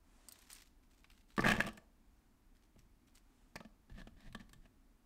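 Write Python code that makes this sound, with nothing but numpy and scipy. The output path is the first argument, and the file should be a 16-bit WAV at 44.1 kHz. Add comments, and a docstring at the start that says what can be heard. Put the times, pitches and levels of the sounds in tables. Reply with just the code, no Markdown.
"""Small plastic building pieces pour onto a tabletop, after shifting in cupped hands; fingertips then nudge them.
Each impact on the table excites the board's bending modes, which ring briefly. Piece on piece gives
a thin bright click, and stick-slip friction makes the pieces rustle and scrape. Underneath, the table
rumbles under the hands and sleeves brush by, close to one microphone in a quiet small room."""
import sys
import numpy as np
from scipy import signal
from scipy.fft import rfft, irfft
from scipy.io import wavfile

SR = 44100
rng = np.random.default_rng(int(sys.argv[2]) if len(sys.argv) > 2 else 0)


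def store_pcm(level_fs):
    """Save levels as 16-bit WAV."""
    pcm = np.round(np.clip(level_fs, -1, 1) * 32767).astype(np.int16)
    wavfile.write(sys.argv[1], SR, np.atleast_2d(pcm).T)


N = 222741
T = np.arange(6000) / SR  # time axis of one impact

# pieces striking the table: start_s, level_db, hardness_db, spot_ring_db, crack_pitch_hz
TABLE_IMPACTS = [(1.379, -34.5, -10, -7, 3100), (1.3924, -35, -10, -0.5, 2370), (1.4056, -47, 1, -12, 5300),
                 (1.422, -41.5, -3.5, -11, 2424), (1.4395, -40, -8, -4, 2250),
                 (1.4428, -42.5, -3, 10, 2335), (1.4501, -41.5, 2, 10, 2250), (1.4577, -36, -7, -3, 2450),
                 (1.4639, -33.5, -3, -1.5, 2710), (1.4704, -39.5, 2, 6, 2350), (1.479, -46, 5, 0, 2230),
                 (1.485, -34.5, 3.5, 3, 3030), (1.489, -38.5, 0.5, -1, 2858),
                 (1.5015, -36.5, 2.5, -7, 2572), (1.5065, -40.5, 1.5, -4, 2530),
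                 (1.5135, -42, 1.5, 5, 2710), (1.518, -39, 7, 3.5, 2700), (1.5361, -43, 0.5, -3.5, 2570),
                 (1.599, -42, -5, 0, 2540), (1.6044, -40, 6.5, 11.5, 2820), (1.667, -48, 0.5, -7, 3080),
                 (1.675, -47, -3, -9, 2620), (1.775, -60, 4, 1.5, 2500), (2.76, -71.5, -5, -17, 2360),
                 (3.5564, -49, -1, -5.5, 5070), (3.5603, -53.5, 7.5, -3.5, 2420),
                 (3.6039, -54.5, -4, -18, 2860), (3.649, -60.5, -3.5, -7, 3110), (3.8972, -69, -2, 0, 3830),
                 (3.977, -64.5, -3, -1, 3000), (3.9833, -62, -1, -3.5, 3020), (4.016, -62, -1, 3, 3780),
                 (4.0717, -56.5, -3.5, -14, 2900), (4.348, -49.5, 0.5, 0.5, 3560),
                 (4.3976, -72, 9, 6.5, 2260), (4.5318, -66, 4.5, 4, 3540), (4.655, -70, 1, -6.5, 2620)]
# spectrum of the board's many weak modes: frequency_hz, level_db
WEAK_MODE_SPECTRUM = [(250, -25.5), (450, 8), (800, 4.5), (1000, -4), (1400, -7), (2000, -8.5), (2600, -39)]
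# spectrum of the contact's crack: pitch_ratio, level_db
CRACK_SPECTRUM = [(.4, -28.5), (.7, -4), (.9, 3), (1, 1), (1.15, -4.5), (1.5, -11.5), (2, -16), (2.6, -17),
                  (4, -36.5)]

def table_impacts(ring_db=1, thud_db=-2, crack_db=-2.5, snap_db=-15, weak_modes_db=-2, full_drop_db=-38):
    """Impact excitation: a harder contact puts less energy into the thud, more into crack and snap."""
    out = np.zeros(N)
    for start_s, level_db, hardness_db, spot_db, pitch_hz in TABLE_IMPACTS + bounces():
        thud, knock, ring = board_modes()
        weak_modes = amp(weak_modes_db) * burst(WEAK_MODE_SPECTRUM, t60_s=0.037, rise_s=0.0005)
        knock = unit_onset(knock + weak_modes)
        crack = burst(CRACK_SPECTRUM, t60_s=0.038, rise_s=0.00034, unit_hz=pitch_hz)
        snap = piece_snap(t60_s=0.026, rise_s=0.0005)
        # soft contacts and light nudges sound duller
        dullness_db = -0.41 * hardness_db + 0.2 * (full_drop_db - level_db)
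        table = amp(thud_db + dullness_db) * thud + knock + amp(ring_db + spot_db) * ring
        piece = amp(crack_db + hardness_db) * crack + amp(snap_db + 1.15 * hardness_db) * snap
        add(out, start_s, amp(level_db) * (table + piece))
    return out


# bending modes of the tabletop: frequency_hz, level_db, t60_s
BOARD_MODES = [(133.3, -8, .075), (179.2, -2, 0.058), (215.8, 0.5, 0.08), (338, -6.5, 0.04),
               (362.55, -7.5, 0.025), (502.8, -15, 0.04), (562, -7.5, 0.033), (664, 1, .04),
               (864, -5, 0.039), (1156, -2.5, 0.064), (1262, -11, 0.071), (1750, -8, 0.071),
               (1685, 6, 0.024), (1766, -0.5, 0.044), (2105, -21, 0.077)]

def board_modes(spread_db=5, detune=0.0064, thud_below_hz=420, ring_above_hz=1500):
    """Modal superposition: the point of impact weights each mode. Returns thud, knock and ring."""
    hz, db, t60_s = np.transpose(BOARD_MODES)
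    weight, shift, phase = rng.standard_normal((3, len(hz), 1))
    decay = amp(db[:, None] + spread_db * weight - 60 * T / t60_s[:, None])
    modes = decay * np.sin(2 * np.pi * (hz[:, None] * (1 + detune * shift) * T + phase))
    low, high = hz < thud_below_hz, hz > ring_above_hz
    bands = [(low, 0.002), (~low & ~high, 0.0006), (high, 0.00036)]  # bending waves take time to spread
    return [unit_onset(modes[band].sum(0) * (1 - np.exp(-T / rise_s))) for band, rise_s in bands]


def bounces(count=11, from_s=1.552, to_s=1.69, first_db=-46, fade_db_per_s=-61,
            jitter_s=0.0025, ring_db=-6, scatter_db=4, pitch_hz=2620, scatter_oct=0.25):
    """Inelastic rebound: the landed heap settles in ever weaker impacts at uneven intervals."""
    times = np.linspace(from_s, to_s, count)
    return [(s + jitter_s * late, first_db + fade_db_per_s * (s - from_s), scatter_db * hard,
             ring_db + scatter_db * spot, pitch_hz * 2 ** (scatter_oct * high))
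            for s, (late, hard, spot, high) in zip(times, rng.standard_normal((count, 4)))]


# spectrum of a piece's bright snap: frequency_hz, level_db
SNAP_SPECTRUM = [(2500, -21.5), (4300, 4), (5500, 0.5), (6800, -1.5), (8200, 5.5), (10300, -5.5),
                 (12300, -1), (14500, -6.5), (16000, -6)]

def piece_snap(t60_s, rise_s):
    """Damped free vibration: the high modes of a struck piece die out quickly."""
    return burst(SNAP_SPECTRUM, t60_s, rise_s)


# collisions between two pieces: start_s, level_db, pitch_hz
COLLISIONS = [(0.2854, -52.5, 8500), (0.312, -68, 4250), (0.3217, -55.5, 13600), (0.3887, -67.5, 8900),
              (0.418, -69.5, 12000), (0.5022, -57, 5200), (0.515, -59, 6980), (0.5206, -71, 3800),
              (0.5295, -53, 9000), (0.5495, -60, 8330), (0.566, -68, 6000), (0.6195, -63.5, 5340),
              (1.0435, -73.5, 2550), (1.1009, -70.5, 3500), (1.1142, -71.5, 4240), (1.177, -80.5, 2780),
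              (1.304, -73.5, 3920), (1.3657, -60.5, 4300), (1.4087, -56.5, 5350), (1.667, -55.5, 8700),
              (1.7305, -68, 9000), (1.773, -63, 7400), (2.791, -71.5, 5600), (3.1533, -66.5, 8000),
              (3.18, -71, 5800), (4.2054, -73.5, 3770), (4.326, -68, 3800), (4.4928, -70.5, 4350),
              (4.5314, -63.5, 7550)]
# spectrum of a piece's strongest resonance: pitch_ratio, level_db
RESONANCE_SPECTRUM = [(.6, -35), (.88, -19), (1, -0.5), (1.12, -14.5), (1.6, -30)]
# spectrum of a piece's dull body: frequency_hz, level_db
BODY_SPECTRUM = [(500, -14), (1100, 0), (1800, -0.5), (2770, 1), (4300, -7), (5500, -13.5), (8000, -34)]

def piece_clicks(snap_db=-1, peak_db=-3, body_db=-1, snap_db_per_oct=2, body_db_per_oct=-14.5, pivot_hz=4940):
    """Damped resonance of colliding pieces: the higher the click, the more snap and the less body."""
    out = np.zeros(N)
    for start_s, level_db, pitch_hz in COLLISIONS + jostles():
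        octaves = np.log2(pitch_hz / pivot_hz)
        snap = amp(snap_db + snap_db_per_oct * octaves) * piece_snap(t60_s=0.034, rise_s=0.0001)
        peak = amp(peak_db) * burst(RESONANCE_SPECTRUM, t60_s=0.034, rise_s=0.00029, unit_hz=pitch_hz)
        body = amp(body_db + body_db_per_oct * octaves) * burst(BODY_SPECTRUM, t60_s=0.029, rise_s=0.00026)
        add(out, start_s, amp(level_db) * (snap + peak + body))
    return out


# pieces tumbling over each other on the table: start_s, length_s, level_db
TUMBLES = [(1.438, 0.14, -32), (1.6, .11, -47)]
# spectrum of the tumbling: frequency_hz, level_db
TUMBLE_SPECTRUM = [(80, -11.5), (215, 11.5), (400, -3.5), (670, 7), (950, -4), (1160, 6), (1400, -6),
                   (1730, 13), (2100, -7.5), (2550, -2.5), (4000, -10.5), (8000, -20), (15000, -32.5)]

def tumbling():
    """Superposed micro-impacts: tumbling pieces merge into a fading clatter."""
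    envelope = strokes(TUMBLES, attack_s=0.009, swell_db=-17, release_s=0.015)
    return envelope * coloured(stick_slip(per_s=320, spread_db=2.5, t60_s=0.0085), TUMBLE_SPECTRUM)


# a fingertip sliding pieces over the table: start_s, length_s, level_db
FINGER_SLIDES = [(3.89, 0.032, -70.5), (3.935, 0.072, -62), (4.16, 0.12, -64.5), (4.395, 0.014, -61.5),
                 (4.615, 0.045, -73)]
# spectrum of plastic grating on the board: frequency_hz, level_db
SLIDE_SPECTRUM = [(100, -16.5), (215, 17), (400, -8.5), (670, 2), (950, -8), (1160, -4), (1400, -14),
                  (1730, 5.5), (2100, -6.5), (3800, -7.5), (5000, -13.5), (8000, -20), (15000, -33)]

def sliding():
    """Sliding friction: the scrape swells as the finger pushes harder."""
    envelope = strokes(FINGER_SLIDES, attack_s=0.0068, swell_db=12.5, release_s=0.011)
    return envelope * coloured(stick_slip(per_s=760, spread_db=-1.5, t60_s=0.033), SLIDE_SPECTRUM)


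# pieces shifting against each other and settling: start_s, length_s, level_db
RUSTLES = [(0.331, 0.17, -68.5), (0.491, 0.099, -61.5), (0.599, 0.027, -64), (0.653, .02, -69),
           (0.827, 0.0078, -72.5), (0.9, 0.049, -73.5), (0.976, 0.021, -68.5), (1.031, 0.048, -77.5),
           (1.098, 0.12, -74.5), (1.279, .07, -74), (2.547, .02, -73.5), (2.621, 0.018, -71),
           (2.78, 0.023, -74), (3.067, .03, -73), (3.141, 0.032, -68.5)]
# spectrum of pieces rubbing in the palms: frequency_hz, level_db
RUSTLE_SPECTRUM = [(300, -11), (1100, -1.5), (2800, 2), (5500, -0.5), (8200, -2), (10500, -10), (13000, -7),
                   (16000, -16)]

def rustling():
    """Friction of plastic on plastic: many small slips blend into a bright rustle."""
    envelope = strokes(RUSTLES, attack_s=0.0045, swell_db=0.5, release_s=0.016)
    return envelope * coloured(stick_slip(per_s=560, spread_db=1, t60_s=0.014), RUSTLE_SPECTRUM)


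def jostles(per_s=22, offset_db=-6, scatter_db=3, pitch_hz=5040, scatter_oct=0.44):
    """Random collisions: shifting pieces click faintly during the rustles."""
    return [(start_s + length_s * rng.random(), db + offset_db + scatter_db * rng.uniform(-0.92, 1),
             pitch_hz * 2 ** (scatter_oct * rng.uniform(-1, 1)))
            for start_s, length_s, db in RUSTLES for _ in range(round(length_s * per_s))]


def stick_slip(per_s, spread_db, t60_s):
    """Stick-slip friction: edges catch and let go in tiny random impacts whose powers add."""
    sizes = amp(spread_db * np.minimum(rng.exponential(1, N), 3))
    slips = sizes * (rng.random(N) < per_s / SR)
    power = signal.oaconvolve(slips ** 2, amp(-60 * T / t60_s) ** 2)[:N]
    return np.sqrt(abs(power)) * rng.standard_normal(N)


# hands leaning on the table and easing off: start_s, length_s, level_db
HAND_PRESSES = [(1.37, 0.34, -46.5), (1.46, .1, -41.5), (2.75, 0.11, -64.5), (3.89, 0.28, -55.5),
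                (4.23, 0.29, -57), (4.52, 0.16, -61.5)]
# spectrum of the table's rumble: frequency_hz, level_db
RUMBLE_SPECTRUM = [(12, -6), (25, 1), (40, -0.5), (60, -11.5), (90, -11.5), (130, -11), (200, -16),
                   (400, -60)]

def hand_rumble():
    """Forced vibration: the table rumbles under the load of the hands."""
    return strokes(HAND_PRESSES, attack_s=0.033, swell_db=-10.5, release_s=0.03) * noise(RUMBLE_SPECTRUM)


# hands and sleeves brushing past: start_s, length_s, level_db
SLEEVE_PASSES = [(0, 0.56, -72.5), (1.95, .45, -87), (3.2, 0.39, -80)]
# spectrum of rubbing cloth: frequency_hz, level_db
CLOTH_SPECTRUM = [(60, 5), (200, 2.5), (800, 10), (2000, 4), (5000, -1.5), (7500, 1), (10000, -4.5),
                  (15000, -20)]

def sleeves():
    """Friction noise of cloth: each pass comes and goes in one smooth arch."""
    t = np.arange(N) / SR
    envelope = sum(amp(db) * np.sin(np.pi * np.clip((t - start_s) / length_s, 0, 1))
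                   for start_s, length_s, db in SLEEVE_PASSES)
    return envelope * noise(CLOTH_SPECTRUM)


# reverberation time of the room: frequency_hz, t60_s
REVERB_TIMES = [(120, 0.1), (500, 0.64), (2000, 0.21), (6000, 0.39), (15000, 0.1)]
# spectrum of the reverberant tail: frequency_hz, level_db
REVERB_SPECTRUM = [(120, -5.5), (500, -13), (2000, -11.5), (6000, -11.5), (15000, -23)]

def reverberation(x, delay_s=0.02, reflections_per_s=3000):
    """Diffuse reflection: scattered wall echoes decay exponentially, each band at its own rate."""
    taps = rng.standard_normal(SR) * (rng.random(SR) < reflections_per_s / SR)
    taps *= np.arange(SR) > delay_s * SR
    hz, t, bands = signal.stft(unit_rms(taps), SR, nperseg=256)
    t60_s = curve_at(REVERB_TIMES, hz)[:, None]
    unit_energy = np.sqrt(2 * np.log(1000) / (t60_s * SR))
    decay = amp(curve_at(REVERB_SPECTRUM, hz)[:, None] - 60 * t / t60_s)
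    tail = signal.istft(bands * unit_energy * decay, SR, nperseg=256)[1]
    return signal.fftconvolve(x, tail)[:N]


# spectrum of the room's hush: frequency_hz, level_db
HUSH_SPECTRUM = [(16, -16), (30, 2.5), (60, -10), (142, -23), (250, -14.5), (340, -22), (520, -33.5),
                 (650, -30), (933, -31), (1430, -34.5), (2360, -38), (3000, -41.5), (16000, -46.5)]

def room_hush(level_db=-67.5):
    """Ambient noise floor: a steady hush, strongest in the bass."""
    return amp(level_db) * noise(HUSH_SPECTRUM)


def burst(spectrum, t60_s, rise_s, unit_hz=1):
    """Modal overlap: crowded damped modes act as decaying noise; edges chatter into contact over rise_s."""
    envelope = (1 - np.exp(-T / rise_s)) * amp(-60 * T / t60_s)
    return unit_onset(coloured(rng.standard_normal(len(T)), spectrum, unit_hz) * envelope)


def strokes(events, attack_s, swell_db, release_s):
    """Amplitude envelope: each stroke sets in, changes by swell_db over its length, then dies away."""
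    gain = np.zeros(N)
    for start_s, length_s, db in events:
        t = np.arange(N) / SR - start_s
        attack = np.clip(t / attack_s, 0, 1)
        hold = amp(db + swell_db * (np.clip(t / length_s, 0, 1) - 0.5))
        release = np.exp(-np.maximum(t - length_s, 0) / release_s)
        gain += attack * hold * release
    return gain


def noise(spectrum):
    """Stationary Gaussian noise with the given spectrum."""
    return coloured(rng.standard_normal(N), spectrum)


def coloured(x, spectrum, unit_hz=1):
    """Spectral shaping to rms 1; the spectrum's frequencies are multiples of unit_hz."""
    hz = np.fft.rfftfreq(len(x), 1 / SR)
    return unit_rms(irfft(rfft(x) * amp(curve_at(spectrum, hz / unit_hz)), len(x)))


def curve_at(points, hz):
    """Interpolation on a log-frequency axis."""
    frequencies, values = np.transpose(points)
    return np.interp(np.log(hz + 1e-9), np.log(frequencies), values)


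def amp(db):
    """Decibels to amplitude ratio."""
    return 10 ** (np.asarray(db) / 20)


def unit_rms(x):
    """Normalisation to rms 1."""
    return x / np.sqrt(np.mean(x ** 2) + 1e-20)


def unit_onset(x):
    """Normalisation of an impact to rms 1 over its first 7 ms."""
    return x / np.sqrt(np.mean(x[:300] ** 2) + 1e-20)


def add(mix, start_s, sound):
    """Superposition of a sound on the mix at start_s."""
    part = mix[max(round(start_s * SR), 0):][:len(sound)]
    part += sound[:len(part)]


def scene():
    """Superposition of direct sound, reverberation and the room's hush."""
    impacts = table_impacts() + piece_clicks()
    friction = amp(-4) * rustling() + amp(-12) * tumbling() + amp(-2) * sliding()
    hands = amp(-2) * hand_rumble() + sleeves()
    direct = impacts + friction + hands
    hush = room_hush()
    return (direct + reverberation(direct) + hush)[None]


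def record(dry, cutoff_hz=15750):
    """Band limiting: a linear-phase low-pass removes the highest treble."""
    low_pass = signal.firwin(401, cutoff_hz, window=("kaiser", 9), fs=SR)
    return signal.oaconvolve(dry, low_pass[None], "same")


dry = scene()
out = record(dry)
store_pcm(out)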